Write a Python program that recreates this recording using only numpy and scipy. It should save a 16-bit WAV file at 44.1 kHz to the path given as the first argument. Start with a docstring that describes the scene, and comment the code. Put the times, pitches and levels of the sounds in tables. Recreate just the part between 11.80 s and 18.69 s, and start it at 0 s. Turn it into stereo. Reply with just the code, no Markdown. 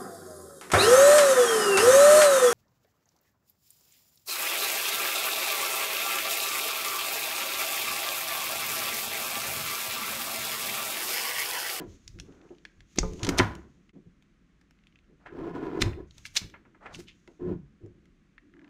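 """A self-adjusting wire stripper is worked by hand over a hard countertop in a small room, close to the microphone.
First its steel jaws tick as they grip: cracks and rattles of noise that ring the steel. Then the insulation
gives in hard snaps that jolt the counter's low modes, and a cut-off plug lands to the right with hollow tones.
Tugs on the wires judder their plastic box along, as stick-slip noise through its resonances.
Later come more snaps, a stripped sleeve bouncing in dull taps, and last ticks, rubs and drags over a faint hush."""
import sys
import numpy as np
from scipy import signal
from scipy.fft import rfft, irfft, next_fast_len
from scipy.io import wavfile
from scipy.ndimage import uniform_filter1d

SR = 44100
rng = np.random.default_rng(int(sys.argv[2]) if len(sys.argv) > 2 else 0)


def file_out(sig):
    """Save sig as 16-bit WAV at sys.argv[1]."""
    # one column per channel
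    cols = np.atleast_2d(sig).T
    # limit, then scale
    lim = np.clip(cols, -1, 1)
    pcm = np.round(lim * 32767).astype(np.int16)
    wavfile.write(sys.argv[1], SR, pcm)


N = 303849
TIME = np.arange(N) / SR
TICK_T60_S = 0.018  # rattle of a light tick

# colour of steel parts striking or brushing: (f/Hz, level/dB)
STEEL = [(150, -12.5), (500, -1.5), (1200, -0.5), (2200, 1.5), (4500, -3), (6600, -1), (7800, -6.5),
         (9500, -7), (11000, -14.5), (13000, -10.5), (16000, -24)]


def stripper():
    """Steel strikes steel and wire: loud snaps as the tool works, light ticks of jaws, pivots and wire ends."""
    # loud blows: (t/s, level/dB, centre f/Hz, rattle t60/s, fall to either side/(dB per octave))
    snap_blows = [(1.1846, -28.5, 4530, 0.01, 9.5), (1.1861, -18, 2270, 0.017, 5.5),
                  (1.1876, -9.5, 5900, .028, 25.5), (1.2312, -34, 770, 0.076, 16),
                  (1.4318, -24.5, 4340, 0.048, 7), (1.448, -24, 4300, 0.038, 6.5),
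                  (1.4682, -26, 3910, 0.05, 4.5), (1.4904, -17, 5340, 0.032, -1),
                  (1.5852, -15, 7496, 0.013, 6), (1.590, -11.5, 3150, 0.015, 12),
                  (1.595, -17.5, 2500, 0.01, 8.5), (1.599, -11.5, 1130, 0.038, 12),
                  (4.009, -31, 2500, 0.067, 4.5), (4.0186, -14.5, 3600, .025, 6),
                  (4.0222, -14, 2600, 0.011, 9), (4.4535, -31, 2200, 0.013, 16),
                  (4.5638, -21.5, 3670, 0.018, 22.5), (4.568, -14.5, 4300, 0.035, 11),
                  (4.572, -14.5, 4300, 0.021, 17)]
    # light blows, before their trim: (t/s, level/dB, centre f/Hz, fall to either side/(dB per octave))
    tick_blows = [(0.2781, -31.5, 5360, 10.5), (0.3877, -43, 1700, 4), (0.399, -29.5, 4850, 5),
                  (0.8518, -33.5, 2130, 9), (1.0057, -45, 2529, 7), (1.3349, -40, 6254, 5),
                  (1.3944, -44.5, 3392, 9.5), (1.752, -41, 3980, 6), (2.0929, -53, 2130, 13),
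                  (2.4243, -54, 2700, 5), (2.813, -55, 1820, 8), (2.909, -53.5, 1580, 3.5),
                  (3.0699, -47.5, 3100, 8.5), (3.1573, -50.5, 2610, 18), (4.132, -42, 2336, 35),
                  (4.3091, -46, 3840, 17), (4.3809, -43, 4896, 9.5), (4.699, -46.5, 3710, 9),
                  (5.146, -33, 2950, 39), (5.476, -45, 1780, 9.5), (6.0616, -58, 1483, 4),
                  (6.2556, -59, 1975, 5), (6.5801, -42.5, 1910, 20.5)]
    snaps, ticks = np.zeros((2, 2, N))
    for s, db, hz, t60, fall_db in snap_blows:
        add(snaps, s, amp(db) * impact(s, hz, t60, fall_db, ring_db=-18.5))
    for s, db, hz, fall_db in tick_blows:
        add(ticks, s, amp(db) * impact(s, hz, TICK_T60_S, fall_db, ring_db=-16.5))
    return snaps + amp(-1.5) * ticks


def impact(s, hz, t60, fall_db, ring_db, size=12000):
    """A crack and a fast rattle of loose steel parts set the jaws ringing; hz is the hardness of the contact."""
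    # ringing of the steel jaws, detuned a little at each blow: (f/Hz, level/dB, t60/s)
    jaw_modes = [(2070, -3.5, 0.0232), (2320, -5, 0.029), (2580, -1.5, 0.024), (2700, -1, 0.074),
                 (3380, -2.5, 0.043), (3640, -3.5, 0.038), (3720, -5.5, 0.07), (4268, 1.5, 0.038),
                 (4676, -8, 0.14), (4700, -7.5, 0.041), (5966, -4, 0.075), (7080, 7.5, 0.051),
                 (9179, -6, 0.12)]
    # place of the tool: (t/s, lead of the microphone's right port over its left/microseconds)
    bearing = [(0, 43), (1.48, 29), (1.59, 12), (4.02, 18.6), (4.4, 2.7), (6.89, 3.5)]
    t = np.arange(size) / SR
    chatter = amp(3 * np.interp(t * 1500, np.arange(size), rng.standard_normal(size)))
    crack = 0.92 * np.exp(-t / .001)
    envelope = chatter * amp(-60 * t / max(t60, .004)) + crack
    rattle = ports(rng.standard_normal((2, size))) * envelope
    modes = sum(amp(db - 60 * t / life) * np.sin(2 * np.pi * f * rng.normal(1, 0.011) * t)
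                for f, db, life in jaw_modes)
    ring = signal.fftconvolve(rattle, modes[None] / np.linalg.norm(modes), axes=1)[:, :size]
    sound = colour(rattle + amp(ring_db) * ring, lambda f: read(STEEL, f) + hump(f, hz, fall_db))
    # half the lead delays the left port, half advances the right
    lead_s = np.interp(s, *np.transpose(bearing)) / 1e6
    turn = np.exp(1j * np.pi * freqs(size) * lead_s * np.array([[-1], [1]]))
    heard = irfft(rfft(sound) * turn, size)
    return peaked(heard * (1 - t / t[-1]) ** 2)


def scuffs(size=9000, lead=.06):
    """Gritty scuffs of steel and cable: tiny catches crowd together as two surfaces brush past each other."""
    # (t of the peak/s, level/dB, centre f/Hz, rise/s, fade/s, fall to either side/(dB per octave))
    brushes = [(1.161, -46.5, 6000, 0.0019, 0.0035, -1), (1.176, -37, 4200, 0.0014, 0.0036, 13.5),
               (1.582, -26.5, 3866, 0.0026, 0.0024, 2), (3.461, -42.5, 1442, 0.0014, 0.023, 19.5),
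               (4.017, -32, 3960, 0.0062, .003, 8), (4.379, -58, 5900, 0.007, 0.032, -3.5),
               (4.462, -39.5, 4660, 0.0053, 0.0087, 6.5), (4.569, -25.5, 6570, 0.0082, 0.011, 2.5),
               (5.062, -40, 1920, 0.0032, 0.012, 23), (5.149, -43, 4300, 0.011, 0.011, 10),
               (5.195, -45.5, 5560, 0.015, 0.025, 3), (5.284, -44, 3070, 0.0064, 0.016, 17)]
    t, out = np.arange(size) / SR - lead, np.zeros((2, N))
    for s, db, hz, rise, fade, fall_db in brushes:
        catches = amp(4.5 * np.interp((t + lead) * 1200, np.arange(size), rng.standard_normal(size)))
        swell = np.exp(-np.maximum(-t / rise, t / fade))
        grit = ports(rng.standard_normal((2, size))) * catches * swell
        scuff = colour(grit, lambda f: read(STEEL, f) + hump(f, hz, fall_db))
        add(out, s - lead, amp(db) * peaked(scuff))
    return out


def creep(count=6, spread_db=12.5, fall_db=15.5):
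    """Under a steady squeeze the jaws give way in a few tiny, unevenly spaced slips."""
    # spells of faint ticking: (start t/s, length/s, greatest level/dB, centre f/Hz)
    spells = [(0.499, 0.3, -53, 2950), (2.949, 0.3, -56.5, 2800), (3.602, 0.38, -50.5, 3500),
              (6.729, 0.16, -48.5, 1710)]
    out = np.zeros((2, N))
    for start, length, db, hz in spells:
        for k, (late, weakness) in enumerate(rng.random((count, 2))):
            s = start + length * (k + late) / count
            slip = impact(s, hz, TICK_T60_S, fall_db, ring_db=-29)
            add(out, s, amp(db - spread_db * weakness) * slip)
    return out


def knocks(size=16000):
    """Hands, handles and box knock softly: the counter rings briefly in its low modes and shudders around them."""
    # dull blows, before their trim: (t/s, level/dB, centre f/Hz, t60 as damped by the hand/s)
    dull_blows = [(.485, -39.5, 242, 0.23), (.705, -36, 360, 0.16), (1.185, -10.5, 280, 0.022),
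                  (1.207, -18.5, 50, 0.29), (1.222, -20, 46, 0.13), (1.333, -34, 233, 0.16),
                  (1.429, -19.5, 91, 0.12), (1.481, -15, 260, 0.065), (1.491, -18, 248, 0.27),
                  (1.595, -10, 296, 0.09), (1.603, -15.5, 112, 0.26), (2.154, -40, 260, 0.13),
                  (2.262, -39.5, 157.5, .12), (4.018, -17, 320, 0.036), (4.032, -12.5, 72, 0.14),
                  (4.06, -21.5, 99, 0.21), (4.617, -31.5, 121, 0.084), (4.641, -30.5, 104, 0.098),
                  (5.188, -35, 326, 0.1), (5.478, -41.5, 334, 0.18), (6.034, -33.5, 98, 0.23)]
    t, out = np.arange(size) / SR, np.zeros((2, N))
    for s, db, hz, t60 in dull_blows:
        decay = amp(-60 * t / max(t60, .01))
        shudder = colour(ports(rng.standard_normal((2, size))) * decay,
                         lambda f: bell(f, hz, 2.1, 55) - 6 * np.log2(1 + f / 2500))
        add(out, s, amp(db) * peaked(peaked(shudder) + 1.9 * counter(hz, t60)))
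    return amp(-3.5) * out


def counter(hz, t60, size=16000):
    """The ring of the counter after a soft blow centred on hz; a resting hand cuts it short to t60."""
    # low modes of the counter: (f/Hz, level/dB, longest t60/s, left minus right/dB)
    counter_modes = [(42, 0.5, .3, 0.5), (67, -7, .15, 0.5), (102.5, 1, .28, -1), (174.8, 1.5, 0.14, -2.5),
                     (268, -4, 0.72, -0.5), (348.5, 0, 0.1, 0)]
    fall_db = 18  # per octave: a blow mostly wakes the modes near its centre
    t, ring = np.arange(size) / SR, 0
    for f, db, life, pan_db in counter_modes:
        side_db = pan_db * np.array([[.5], [-.5]])
        decay_db = -60 * t / max(min(life, t60), .01)
        ring = ring + amp(db + hump(f, hz, fall_db) + side_db + decay_db) * np.sin(2 * np.pi * f * t)
    return peaked(ring * (1 - np.exp(-t / 0.0026)))


def box_drag(slips_per_s=600, slip_db=-4):
    """The box sticks and slips, ringing its hollow shell and the counter; grit under it adds a brighter rasp."""
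    # tugs: (start t/s, rise/s, hold/s, fade/s, then before trims: shell level/dB, grit level/dB, counter boom level/dB)
    tugs = [(-0.01, 0.004, 0.0061, 0.032, -36.5, -40, -62), (1.385, .07, 0.058, .05, -37.5, -35.5, -39.5),
            (1.56, 0.048, 0.0047, 0.048, -41, -23.5, -28), (3.475, 0.11, 0.12, 0.035, -36.5, -42, -42),
            (3.73, 0.022, 0.32, 0.039, -34, -38.5, -48), (4.16, 0.028, 0.0056, 0.028, -40, -51.5, -42.5),
            (5.59, 0.097, 0.044, 0.019, -31, -45.5, -30.5), (6.0, 0.066, .003, 0.014, -45, -77, -51)]
    # resonances of the box: (f/Hz, width/Hz, level/dB)
    box_modes = [(345.7, 95, -2), (712, 40, -13.5), (1002, 110, -13.5), (1450, 11, -11), (1718, 78, -25.5),
                 (2470, 34, -34), (3200, 55, -34.5)]
    # scrape beneath the resonances, before its trim: (f/Hz, level/dB)
    scrape_spectrum = [(40, -30.5), (100, -12.5), (170, -4), (320, -2), (480, -9), (600, -11),
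                       (1500, -17.5), (2200, -25), (4000, -36.5), (7000, -44.5), (10000, -57), (15000, -56)]
    slips = (rng.random(N) < slips_per_s / SR) * rng.uniform(0.48, 1, N)
    hiss = noise([(20, 0), (16000, 0)])
    drive = amp(slip_db) * evened(slips - slips.mean()) + amp(-5.0) * hiss

    def shell_db(f):
        modes = sum(amp(db) ** 2 / (1 + (2 * (f - hz) / width) ** 2) ** 1.5 for hz, width, db in box_modes)
        return 10 * np.log10(modes + amp(read(scrape_spectrum, f) - 8) ** 2)

    scrape = colour(drive * flutter(1.6, 55), shell_db)
    # shell below 600 Hz, grit above
    body = signal.sosfiltfilt(signal.butter(3, 600, fs=SR, output="sos"), scrape)
    shell = amp(2.0) * evened(body) * level(tugs, axis=0)
    grit = amp(-5.0) * evened(scrape - body) * level(tugs, axis=1)
    ring = counter(hz=151, t60=0.17)
    boom = signal.fftconvolve(drive * level(tugs, axis=2), ring / np.linalg.norm(ring[0]), axes=1)[:, :N]
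    return shell + grit + boom


def plug(start_s=1.231, level_db=-35, pan_db=-14.5, size=20000):
    """The cut-off plug lands to the right and rings with a few hollow tones; pan_db is left minus right."""
    # ringing of the plug: (f/Hz, level/dB, t60/s)
    plug_modes = [(178, 4.5, .3), (379, -7, .3), (437, -1, .42), (533, -0.5, 0.18), (694, -6, .1),
                  (877.7, -6.5, .18), (1030, -9.5, 0.23), (1220, -4.5, .1)]
    t, out = np.arange(size) / SR, np.zeros((2, N))
    ring = sum(amp(db - 60 * t / t60) * np.sin(2 * np.pi * hz * t) for hz, db, t60 in plug_modes)
    add(out, start_s, amp(level_db + pan_db * np.array([[.5], [-.5]])) * ring)
    return out


def offcut(t60=0.12, size=8000):
    """The rubbery sleeve of insulation bounces on the counter with hollow taps that have no treble."""
    # bounces, before their trim: (t/s, level/dB, centre f/Hz)
    bounces = [(4.614, -41, 2290), (4.739, -37, 1690), (4.851, -49.5, 1280), (4.947, -46, 960)]
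    t, out = np.arange(size) / SR, np.zeros((2, N))
    for s, db, hz in bounces:
        tap = ports(rng.standard_normal((2, size))) * amp(-60 * t / t60)
        dull = colour(tap, lambda f: hump(f, hz, 4.0) - 10 * np.log10(1 + (f / 2300) ** 10))
        add(out, s, amp(db) * peaked(dull))
    return amp(-6.5) * out


def palms(size=44100):
    """Each shift of a palm on the rubber grips is a soft, juddering rub with its own pitch."""
    # (start t/s, rise/s, hold/s, fade/s, level before trim/dB, centre f/Hz, fall to either side/(dB per octave))
    shifts = [(0.0, 0.0068, 0.046, 0.067, -41.5, 148, 3), (0.311, 0.08, 0.043, 0.029, -46.5, 168, 7),
              (0.45, 0.059, 0.14, 0.18, -53, 480, 4), (1.157, 0.014, 0.3, 0.1, -40.5, 198, 2),
              (1.601, 0.042, 0.064, 0.11, -41, 188, 4), (2.12, 0.031, 0.032, 0.065, -48, 120, 5),
              (3.278, .025, .01, 0.032, -51.5, 330, 3.5), (4.601, 0.013, .05, 0.24, -51, 230, 5),
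              (5.121, 0.044, .02, 0.074, -43.5, 140, 9), (5.72, .03, 0.024, 0.067, -47, 130, 10.5),
              (6.03, .03, .03, 0.16, -54, 110, 4), (6.55, 0.29, .1, 0.059, -52, 288, 36)]
    # colour of the rubbing: (f/Hz, level/dB)
    rub_spectrum = [(60, -25), (130, -6), (180, 3.5), (250, -4), (330, 4), (480, -7.5), (700, -18.5),
                    (1500, -34.5), (5000, -65.5)]
    t, out = np.arange(size) / SR, np.zeros((2, N))
    for start, rise, hold, fade, db, hz, fall_db in shifts:
        rub = colour(ports(rng.standard_normal((2, size))), lambda f: read(rub_spectrum, f) + hump(f, hz, fall_db))
        add(out, start, amp(db) * evened(rub) * stroke(t, 0, rise, hold, fade))
    return amp(-3) * out * flutter(2.9, 35)


def wire_slides():
    """Wire sliding through the fingers and jaws is noise, roughened by uneven contact."""
    # (start t/s, rise/s, hold/s, fade/s, level before trim/dB)
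    pulls = [(0.42, 0.089, 0.17, 0.022, -62.5), (1.48, 0.05, 0.078, .07, -37),
             (3.39, 0.023, 0.028, 0.016, -61.5), (3.452, 0.014, 0.0033, 0.012, -41.5),
             (5.0, 0.034, 0.093, 0.034, -47), (5.057, 0.0016, 0.0063, 0.0081, -37.5),
             (6.7, 0.17, .03, .05, -62.5)]
    # colour of the sliding wire: (f/Hz, level/dB)
    wire_spectrum = [(250, 3), (700, 10.5), (1000, 7.5), (1500, 8), (2500, -8), (4000, -18.5), (8000, -28),
                     (15000, -56)]
    return amp(-2) * noise(wire_spectrum) * flutter(0.98, 210) * level(pulls)


def skin_hiss():
    """Skin hisses along the grips as they are squeezed: noise with a fast and a slow unevenness."""
    # (start t/s, rise/s, hold/s, fade/s, level before trim/dB)
    squeezes = [(-0.05, 0.042, .45, 0.59, -77), (0.06, 0.034, 0.052, 0.03, -69.5),
                (1.05, 0.084, 0.0078, 0.029, -71.5), (1.18, .02, 0.31, .17, -62.5),
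                (4.25, 0.16, 0.11, .03, -68.5), (5.2, 0.091, 0.23, 0.15, -81)]
    # colour of the skin: (f/Hz, level/dB)
    skin_spectrum = [(700, -26.5), (2000, -3.5), (3500, -2.5), (5000, -6), (6600, 3), (8200, -14),
                     (11000, -20.5), (15000, -28)]
    return amp(5.5) * noise(skin_spectrum) * flutter(1.1, 170) * flutter(1.2, 28) * level(squeezes)


def arm_rumble():
    """Arms pressing on the counter give swells of low rumbling noise."""
    # (start t/s, rise/s, hold/s, fade/s, level before trim/dB)
    leans = [(0.04, 0.046, 0.022, 0.043, -42), (0.22, 0.077, 0.11, 0.073, -42),
             (0.96, 0.05, 0.0095, 0.025, -48.5), (1.15, 0.079, 0.04, .08, -32.5),
             (1.42, .07, 0.11, 0.054, -32.5), (3.98, 0.038, 0.048, 0.046, -31.5),
             (4.3, 0.094, 0.22, 0.096, -54.5), (5.08, 0.057, 0.033, .1, -47)]
    # colour of the rumble: (f/Hz, level/dB)
    rumble_spectrum = [(15, -12.5), (38, 4.5), (60, -6.5), (100, 1.5), (150, -17.5), (400, -59.5)]
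    return amp(-4.0) * noise(rumble_spectrum) * level(leans)


def house_hush():
    """The faint hush of the house is steady noise."""
    # colour of the hush: (f/Hz, level/dB)
    hush_spectrum = [(15, -33.5), (25, 4), (49, 2), (96, -9), (178, 0), (322, -8.5), (457, -20.5),
                     (919, -29.5), (1110, -22.5), (1950, -22.5), (5010, -36.5), (6380, -34), (8350, -43.5),
                     (15500, -61.5)]
    return amp(-61.5) * noise(hush_spectrum)


def room(x, tail_db=-13, early_db=-14, size=30000, count=3):
    """Quick reflections from counter and back wall, then a tail that dies band by band."""
    # decay of the small room: (f/Hz, t60/s)
    decay_times = [(100, 0.78), (400, 0.13), (1200, 0.41), (3000, 0.31), (6500, 0.25), (9000, 0.27),
                   (14000, 0.37)]
    t = np.arange(size) / SR
    sparse = rng.standard_normal((2, size)) * (rng.random(size) < .05)
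    early = ports(sparse) * np.exp(-t / 0.0066) * (t > .002)
    wet = amp(early_db) * signal.fftconvolve(x, early / np.linalg.norm(early[0]), axes=1)[:, :N]
    for k in range(count):
        hz, age, z = signal.stft(ports(rng.standard_normal((2, size))), SR, nperseg=256)
        decay = amp(-60 * age / read(decay_times, hz)[:, None])
        tail = signal.istft(z * decay, SR, nperseg=256)[1][:, :size] * (1 - np.exp(-t / 0.00033))
        # unrelated tails take turns at a steady fast rate, so the reverberation sounds smooth and even
        share = np.sqrt(2 / count) * np.cos(np.pi * (70 * TIME + k / count))
        wet += amp(tail_db) * signal.fftconvolve(x * share, tail / np.linalg.norm(tail[0]), axes=1)[:, :N]
    return x + wet


def stroke(t, start, rise, hold, fade):
    """One movement of the hand: it speeds up evenly, holds, and dies away; rise and fade last 2 ms at least."""
    speed_up = np.clip((t - start) / max(rise, .002), 0, 1)
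    return speed_up * np.exp(-np.maximum(t - start - rise - hold, 0) / max(fade, .002))


def level(strokes, axis=0):
    """Gain curve of a table of strokes, from one of its dB columns; overlapping strokes add in power."""
    return np.sqrt(sum((amp(dbs[axis]) * stroke(TIME, start, rise, hold, fade)) ** 2
                       for start, rise, hold, fade, *dbs in strokes))


def flutter(depth_db, rate_hz):
    """Random unevenness of a sliding contact."""
    return amp(depth_db * np.interp(TIME * rate_hz, np.arange(N), rng.standard_normal(N)))


def noise(spectrum):
    """Stereo noise of rms 1 with the given spectrum."""
    pair = ports(rng.standard_normal((2, next_fast_len(N, True))))[:, :N]
    return evened(colour(pair, lambda f: read(spectrum, f)))


def ports(pair):
    """Blends two unrelated signals into a left and right whose likeness depends on frequency."""
    # diffuse sound at the microphone: (f/Hz, left-right likeness)
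    likeness = [(60, 0.99), (300, .92), (700, 0.89), (3000, 0.98), (7000, .8), (14000, 0.94)]
    size = pair.shape[1]
    same = np.clip(read(likeness, freqs(size)), 0, 1)
    mid, side = rfft(pair) * np.sqrt([(1 + same) / 2, (1 - same) / 2])
    return irfft([mid + side, mid - side], size)


def colour(x, db_of, size=4096):
    """Causal minimum-phase filter with the gain db_of(Hz), no lower than -100 dB."""
    log_gain = np.log(amp(np.maximum(db_of(freqs(size)), -100)))
    circle = np.r_[log_gain, log_gain[-2:0:-1]]
    taps = np.fft.ifft(np.exp(np.conj(signal.hilbert(circle)))).real[:size // 2]
    return signal.oaconvolve(x, taps[None], axes=1)[:, :x.shape[1]]


def hump(f, hz, fall_db):
    """A rounded peak in dB at hz that falls by fall_db an octave on both sides."""
    return -fall_db * (np.hypot(np.log2((f + 1) / hz), 1 / 10) - 1 / 10)


def bell(f, hz, octaves, depth_db):
    """A hump in dB around hz that levels out depth_db lower."""
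    return depth_db * (np.exp(-(np.log2((f + 1) / hz) / octaves) ** 2 / 2) - 1)


def read(points, hz):
    """Reads a curve on a log-frequency axis."""
    f, value = np.transpose(points)
    return np.interp(np.log(hz + 1), np.log(f + 1), value)


def peaked(x, size=88):
    """Scales the loudest two milliseconds to rms 1."""
    return x / np.sqrt(uniform_filter1d((x ** 2).mean(0), size).max())


def evened(x):
    """Scales to rms 1."""
    return x / np.sqrt(np.mean(x ** 2) + 1e-20)


def amp(db):
    """Turns dB into a gain."""
    return 10 ** (np.asarray(db) / 20)


def freqs(size):
    """Frequencies in Hz of a real spectrum."""
    return np.fft.rfftfreq(size, 1 / SR)


def add(mix, s, sound):
    """Adds a sound to the mix in place from s seconds on, cut off at the end."""
    part = mix[:, max(round(s * SR), 0):][:, :sound.shape[1]]
    part += sound[:, :part.shape[1]]


def scene():
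    """Tool, sleeve, plug and box sound into the room, over the hands and the faint hush of the house."""
    sources = stripper() + scuffs() + creep() + knocks() + box_drag() + plug() + offcut()
    hands = palms() + wire_slides() + skin_hiss() + arm_rumble()
    return room(sources) + hands + house_hush()


def record(dry):
    """The level dips briefly once; then the treble is cut off above the band limit."""
    edge_hz = 15800
    dip = amp(np.interp(TIME, [2.1, 2.108, 2.126, 2.134], [-2, -4.0, -32.0, -2.5]))  # t/s, gain/dB
    low_pass = signal.firwin(255, edge_hz, window=("kaiser", 9), fs=SR)
    return signal.oaconvolve(dry * dip, low_pass[None], "same")


dry = scene()
out = record(dry)
file_out(out)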